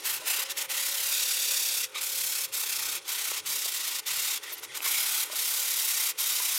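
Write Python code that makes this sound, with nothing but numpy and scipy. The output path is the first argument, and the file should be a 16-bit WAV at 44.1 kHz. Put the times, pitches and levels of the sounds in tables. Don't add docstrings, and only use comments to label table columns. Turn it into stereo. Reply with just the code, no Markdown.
import sys
import numpy as np
from scipy import signal
from scipy.fft import rfft, irfft, next_fast_len
from scipy.io import wavfile
from scipy.ndimage import uniform_filter1d, map_coordinates

SR = 44100
rng = np.random.default_rng(int(sys.argv[2]) if len(sys.argv) > 2 else 0)


def to_linear_factor(level_db):
    exponent = np.asarray(level_db, float) / 20
    return 10 ** exponent


def persist_wave(psi):
    counts = np.round(np.clip(psi, -1, 1) * 32767).astype(np.int16)
    wavfile.write(sys.argv[1], SR, np.atleast_2d(counts).T)


N = 290164


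def unit(x):
    return x / np.sqrt(np.mean(x ** 2) + 1e-20)


def along(points, hz):
    f, v = np.transpose(points)
    return np.interp(np.log(hz + 1), np.log(f + 1), v)


def curves(rows):
    s, *cols = np.transpose(rows)
    return [np.interp(np.arange(N) / SR, s, c) for c in cols]


def wobble(rate):
    knots = rng.standard_normal(int(N * rate / SR) + 4)
    return map_coordinates(knots, [np.arange(N) * rate / SR])


def filtered(x, response):
    m = next_fast_len(N + 8192)
    hz = np.fft.rfftfreq(m, 1 / SR)
    return irfft(rfft(x, m) * response(hz), m)[..., :N]


def coloured(spectrum):
    return unit(filtered(rng.standard_normal(N), lambda hz: to_linear_factor(along(spectrum, hz))))


def patchy(x, depth_db):
    z = signal.stft(x, nperseg=512)[2]
    field = uniform_filter1d(rng.standard_normal(z.shape), size=3, axis=0)
    field = uniform_filter1d(field, size=14, axis=1)
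    return signal.istft(z * to_linear_factor(depth_db * unit(field)), nperseg=512)[1][:N]


def swells(rows):
    t = np.arange(N) / SR
    return sum(to_linear_factor(db) * np.exp(-((t - s) / length) ** 2) for s, db, length in rows)


def tone(hz, drift_hz):
    phase = 2 * np.pi * np.cumsum(hz + drift_hz * wobble(25)) / SR
    return np.sqrt(2) * to_linear_factor(2.8 * wobble(14) - .7) * np.sin(phase)


def shop():
    # (frequency [Hz], level [dB per Hz])
    rumble_colour = [(13, -55), (25, -28), (59, -27), (97, 7), (115, -0.5), (134, 3.5), (199, -5),
                     (260, -2), (340, -23), (570, -120)]
    drone_colour = [(150, -23.5), (260, -15.5), (310, -3), (440, -0.5), (560, -4.5), (1010, -6.5),
                    (1980, -15), (4210, -21.5), (5630, -11), (7550, -17), (9770, -8.5), (15800, -43)]
    aside_colour = [(120, -62), (200, -35), (510, -18), (704, -13), (814, -2.5), (992, -14), (1230, -10.5),
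                    (2400, -16.5), (3120, -28), (5280, -120)]
    # (time [s], level [dB], length [s])
    loads = [
        (.15, -65, .07),
        (.7, -77, 0.12),
        (2.169, -70, .12),
        (2.5, -72, .05),
        (4.75, -77, .15),
        (2.87, -69, 0.13),
        (3.48, -62, 0.099),
        (4.177, -69, 0.12),
        (5.52, -75, .06),
    ]
    # (time [s], level [dB], length [s])
    rustles = [
        (.03, -52, 0.06),
        (.25, -53, 0.059),
        (.5, -63, .05),
        (2.9, -56, 0.11),
        (3.45, -60, 0.2),
        (4.5, -59, 0.091),
        (4.75, -57, 0.19),
        (5.32, -55, 0.058),
    ]
    # (time [s], upper level [dB], lower level [dB])
    motor_levels = [(.3, -70, -63), (0.36, -50.5, -59), (0.64, -53, -59.5), (2.38, -63, -58),
                    (3.94, -62, -83), (5.15, -67, -72), (5.33, -65, -60.5), (6.58, -78, -61.5)]
    # (upper [Hz], lower [Hz], lowest [Hz])
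    motor_hz = (552, 519, 440)
    rumble = to_linear_factor(-77) + swells(loads)
    fade_db = 0.25 * np.arange(N) / SR
    drone = to_linear_factor(-56 - fade_db) + swells(rustles)
    upper_db, lower_db = curves(motor_levels)
    hum = to_linear_factor(upper_db - 1.3) * tone(motor_hz[0], drift_hz=8)
    hum = hum + to_linear_factor(lower_db - 1.5) * tone(motor_hz[1], drift_hz=7)
    hum = hum + to_linear_factor(-67) * tone(motor_hz[2], drift_hz=12.1)
    mid = rumble * to_linear_factor(1.8 * wobble(9)) * coloured(rumble_colour)
    mid = mid + drone * patchy(coloured(drone_colour), depth_db=1.0)
    side = to_linear_factor(-56.5) * coloured(aside_colour) + rumble * to_linear_factor(-28) * coloured(rumble_colour)
    return mid + side * np.array([[1.3], [-.7]]) + hum * to_linear_factor([[1.5], [-1.5]])


def slips():
    # (time [s], level [dB], length [s])
    skims = [
        (.006, -44, .003),
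        (.545, -54, .004),
        (4.535, -33, 0.013),
        (4.583, -39, .003),
        (4.598, -43, .003),
    ]
    return swells(skims) * coloured([(6000, -60), (9500, -11), (12500, 2), (15500, -9)])


def contact():
    # (grip [s], release [s], scratch at grip [dB], scratch at release [dB], brightness [dB])
    strokes = [(0.052, 0.166, -33.5, -38.5, 4), (0.265, 0.438, -33.5, -37.5, 3),
               (0.5, 0.522, -35.5, -35, -0.5), (0.573, 0.624, -35.5, -34.5, 1.5),
               (0.703, 1.13, -36.5, -34, 1.5), (1.126, 1.503, -31.5, -33.5, -2),
               (1.509, 1.822, -32, -33.5, -0.5), (1.82, 1.85, -36, -32, -4), (2.016, 2.456, -36, -34.5, 2),
               (2.535, 2.978, -35, -37, 1.5), (3.083, 3.39, -36, -36, 0.9),
               (3.462, 3.705, -35.5, -35.5, 0.8), (3.722, 3.996, -36, -36.5, -0.5),
               (4.07, 4.364, -35, -34.5, 0), (4.845, 5.235, -33.5, -33.5, 2.5),
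               (5.356, 5.704, -34, -34, 2.2), (5.697, 6.112, -33.5, -33, 1.1), (6.19, 6.6, -33, -32.5, 1)]
    brushes = [(0, 0.04, -51, -49, -5), (1.86, 1.94, -50, -65, 3), (4.787, 4.81, -45, -55, 3),
               (4.823, 4.83, -42.5, -36, 8.5), (0.16, .25, -42.5, -49.5, 2), (.44, 0.476, -47, -43.5, 0),
               (.635, 0.66, -41.5, -48, 7), (1.953, 1.999, -43, -40, -4), (2.476, 2.489, -54, -48, 4),
               (2.974, 2.991, -37, -49, -4), (3.048, 3.075, -54, -42, -2), (3.389, 3.402, -39, -43, -5),
               (4.377, 4.385, -34.5, -46, -1), (4.436, 4.443, -41.5, -43, -1),
               (4.45, 4.52, -47, -46.5, -0.5), (4.52, 4.557, -46, -48.5, -3),
               (4.572, 4.591, -48, -46.5, -2), (4.637, 4.652, -39, -45, 3), (4.69, 4.74, -57, -48, -7),
               (4.75, 4.776, -40.5, -36, 2.5), (5.247, 5.29, -41.5, -47, 5.5),
               (5.293, 5.338, -46, -36.5, 1)]
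    grip_db_per_s, release_db_per_s, resting_db = 1000, 1248, -57
    t = np.arange(0, 7, .001)
    rows = np.vstack([strokes, brushes])
    held = []
    for a, b, grip_db, release_db, _ in rows:
        closing_db = grip_db_per_s * np.maximum(a - t, 0)
        opening_db = release_db_per_s * np.maximum(t - b, 0)
        held.append(np.interp(t, [a, b], [grip_db, release_db]) - closing_db - opening_db)
    held = np.array(held)
    bright_db = uniform_filter1d(rows[held.argmax(axis=0), -1], size=25)
    return curves(np.transpose([t, np.maximum(held.max(axis=0), resting_db), bright_db]))


def spin():
    # (first bite [s], speed [turns per s], bite depth [dB])
    speeds = [(.068, 27.8, 2.1), (.28, 33.3, 2.6), (.508, 26.3, 2), (.719, 34.6, 1.7), (1.093, 35.9, 1.6),
              (1.485, 34, 1.8), (1.984, 34.8, 1.9), (2.547, 33, 2.4), (2.765, 31, 2.4), (3.097, 32.5, 1.9),
              (3.47, 32.3, 2.1), (3.772, 26.7, 2.3), (4.084, 35.2, 1.8), (4.442, 32.6, 1.2),
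              (4.854, 31.5, 1.5), (5.008, 35, 1.5), (5.366, 33.8, 1.7), (5.627, 35.3, 1.6),
              (5.885, 32.9, 1.9), (6.206, 31.7, 1.7)]
    t, rows = np.arange(N) / SR, np.array(speeds)
    current = np.maximum(np.searchsorted(rows[:, 0] - .015, t) - 1, 0)
    first_s, speed, depth_db = rows[current].T
    return speed * (t - first_s), depth_db


def grit(spiky_db, big_share, big_db):
    size = to_linear_factor(spiky_db * rng.standard_normal(N) + big_db * (rng.random(N) < big_share))
    return size * rng.standard_normal(N)


def sanding():
    # (frequency [Hz], level [dB per Hz])
    grit_colour = [(180, -37), (300, -23), (480, -24), (700, -9.5), (1450, -12.5), (2200, -11),
                   (3670, -3.5), (9000, -0.5), (12100, 3.5), (14800, 2), (15900, -4.5)]
    # (time [s], delay [ms], strength [0-1])
    floor_echo = [(0, .8, .3), (.3, .9, .3), (.7, .8, .16), (1.0, .83, .14), (1.12, .95, .42),
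                  (1.9, .98, .42), (2.05, 1.06, .22), (2.45, 1.04, .22), (2.55, 1.01, .3), (3.0, 1.02, .3),
                  (3.1, 1.1, .03), (3.8, 1.24, .12), (4.4, 1.27, .1), (4.85, 1.09, .22), (5.2, 1.1, .2),
                  (5.3, 1.17, .14), (6.58, 1.16, .2)]
    # (time [s], looseness [dB])
    looseness = [(0, 0.5), (.3, 2), (.8, 1), (1.2, -0.1), (1.9, -0.9), (1.965, 4.5), (2.04, -1.1),
                 (2.45, -1), (2.95, 1), (3.4, 0.6), (3.6, -0.6), (4.1, 1.2), (4.5, 1), (4.87, 1),
                 (5.25, 0.7), (5.45, -0.5), (6.1, 0.3), (6.58, .1)]
    # (firm level [dB], then [dB per dB] of pressure, of brightness, of looseness)
    fine_layer = (0.14, 0.32, 0.85, 0)
    rasp_layer = (-6, 0, -0.6, 0.14)
    steel_layer = (-5, -0.31, 0.07, 1.5)
    paper_layer = (-15.5, -0.49, 0.7, 2.23)
    firm_db = -34
    scratch_db, bright_db = contact()
    loose_db, = curves(looseness)

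    def layer_db(layer):
        db, press, tilt, shake = layer
        return db + press * (scratch_db - firm_db) + tilt * bright_db + shake * loose_db

    turns, depth_db = spin()
    once_a_turn = np.cos(2 * np.pi * turns) - .2 * np.cos(4 * np.pi * turns)
    bite = 1.15 * depth_db * once_a_turn + .6 * wobble(60) + .5 * wobble(30)
    grains = patchy(grit(spiky_db=2.1, big_share=.002, big_db=5), depth_db=1.15)
    delay_ms, strength = curves(floor_echo)
    late = map_coordinates(grains, [np.arange(N) - delay_ms * SR / 1000])
    echo = filtered(late, lambda hz: .9 / (1 + (hz / 9000) ** 2 + (1100 / (hz + 1)) ** 2))
    grains = grains - np.clip(strength, 0, 1) * echo

    def below(hz, edge):
        return 1 / (1 + (hz / edge) ** 8)

    def part(lo, hi):
        return unit(filtered(grains, lambda hz: to_linear_factor(along(grit_colour, hz)) * (below(hz, hi) - below(hz, lo))))

    fine = to_linear_factor(layer_db(fine_layer) + 1.15 * bite + .9 * wobble(20)) * part(8500, 20000)
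    scratch = to_linear_factor(bite) * (to_linear_factor(-1.8) * part(5200, 8500) + to_linear_factor(layer_db(rasp_layer)) * part(3500, 5200))
    steel = to_linear_factor(layer_db(steel_layer) + 0.69 * bite) * part(1640, 3310)
    paper = to_linear_factor(layer_db(paper_layer) + 2 + .5 * bite) * part(50, 1935)
    return to_linear_factor(scratch_db - 1.11) * (fine + scratch + steel + paper)


def ring():
    # (peak [s], level [dB], pitch [Hz], glide [Hz per s], length [s])
    rings = [
        (0.152, -41.5, 2625, -2, .015),
        (.375, -38.5, 2810, 2600, 0.077),
        (1.971, -35.5, 2230, 904, .019),
        (1.838, -39.5, 1995, 4, .015),
        (4.49, -46, 1930, 4, .055),
        (4.74, -47.5, 2020, 596.5, .05),
        (4.866, -36.5, 2200, 1509, 0.0236),
        (4.96, -41, 2250, 0, 0.05),
    ]
    t = np.arange(N) / SR
    bells = [to_linear_factor(db) * np.exp(-((t - s) / length) ** 2) for s, db, _, _, length in rings]
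    s, _, hz, glide, length = np.array(rings)[np.argmax(bells, axis=0)].T
    pitch_hz = hz + glide * np.clip(t - s, -2 * length, 2 * length)

    def mode(ratio):
        shake = filtered(rng.standard_normal(N), lambda hz: 1 / (1 + (hz / 140) ** 2))
        return unit(shake * np.sin(2 * np.pi * np.cumsum(ratio * pitch_hz) / SR))

    return sum(bells) * (mode(1) + to_linear_factor(-4) * mode(1.68))


def knocks():
    # (time [s], peak [dB], thump [Hz], tick re peak [dB], t60 [s])
    taps = [(0.218, -38.5, 627, -6, 0.14), (0.389, -31, 600, -10, 0.0057), (1.519, -43, 630, -6, 0.045),
            (1.958, -34.5, 1210, -1, 0.048), (2.638, -37, 895, -2, 0.013), (3.317, -29, 550, -14, 0.011),
            (3.66, -36, 680, -3, 0.075), (4.52, -42, 620, 0, 0.063), (4.633, -36, 980, -2, 0.0096),
            (4.72, -45, 420, 15, .012), (4.805, -42.5, 869, 21.5, .01), (4.863, -30.5, 1087, 9, 0.062),
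            (5.30, -34.5, 613, -12, .05), (5.332, -33, 640, -6, 0.053), (6.401, -33, 998, -13, 0.087)]
    out, t = np.zeros(N + SR), np.arange(2500) / SR
    for s, db, hz, tick_db, t60 in taps:
        thump = np.sin(2 * np.pi * hz * t) + .5 * np.sin(2 * np.pi * 1.6 * hz * t)
        thump = to_linear_factor(-60 * t / t60) * thump
        tick = to_linear_factor(tick_db - 60 * t / .006) * np.sin(2 * np.pi * rng.uniform(2200, 2900) * t)
        crack = to_linear_factor(1.5) * np.exp(-((t - .0003) / .00013) ** 2)
        out[round(s * SR):][:len(t)] += to_linear_factor(db) * (thump + tick + crack)
    return filtered(out[:N], lambda hz: 1 / (1 + (330 / (hz + 1)) ** 6))


def scene():
    # (frequency [Hz], side re mid [dB])
    spread = [(1500, -35), (3000, -22), (5000, -19), (9000, -19), (13000, -21.5)]
    near = sanding() + ring() + slips()
    side = filtered(np.roll(near, 300), lambda hz: to_linear_factor(along(spread, hz)))
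    return near + knocks() + side * np.array([[1], [-1]]) + shop()


def housing(hz):
    # (centre [Hz], width [Hz], gain [dB])
    bumps = [(235, 60, -4), (690, 170, -10), (1460, 120, 2.5), (1670, 120, -9), (2230, 200, 1.2),
             (2950, 130, -4), (3740, 220, 1.2), (4250, 200, -1.5)]
    return to_linear_factor(sum(db / (1 + (2 * (hz - c) / w) ** 2) for c, w, db in bumps))


def roll_off(x):
    return signal.sosfilt(signal.butter(12, 16710, fs=SR, output="sos"), x)


def record(dry):
    top_hz = 15965
    heard = filtered(dry, lambda hz: housing(hz) * (hz < top_hz) / (1 + (35 / (hz + 1)) ** 2))
    return roll_off(heard)


dry = scene()
out = record(dry)
persist_wave(out)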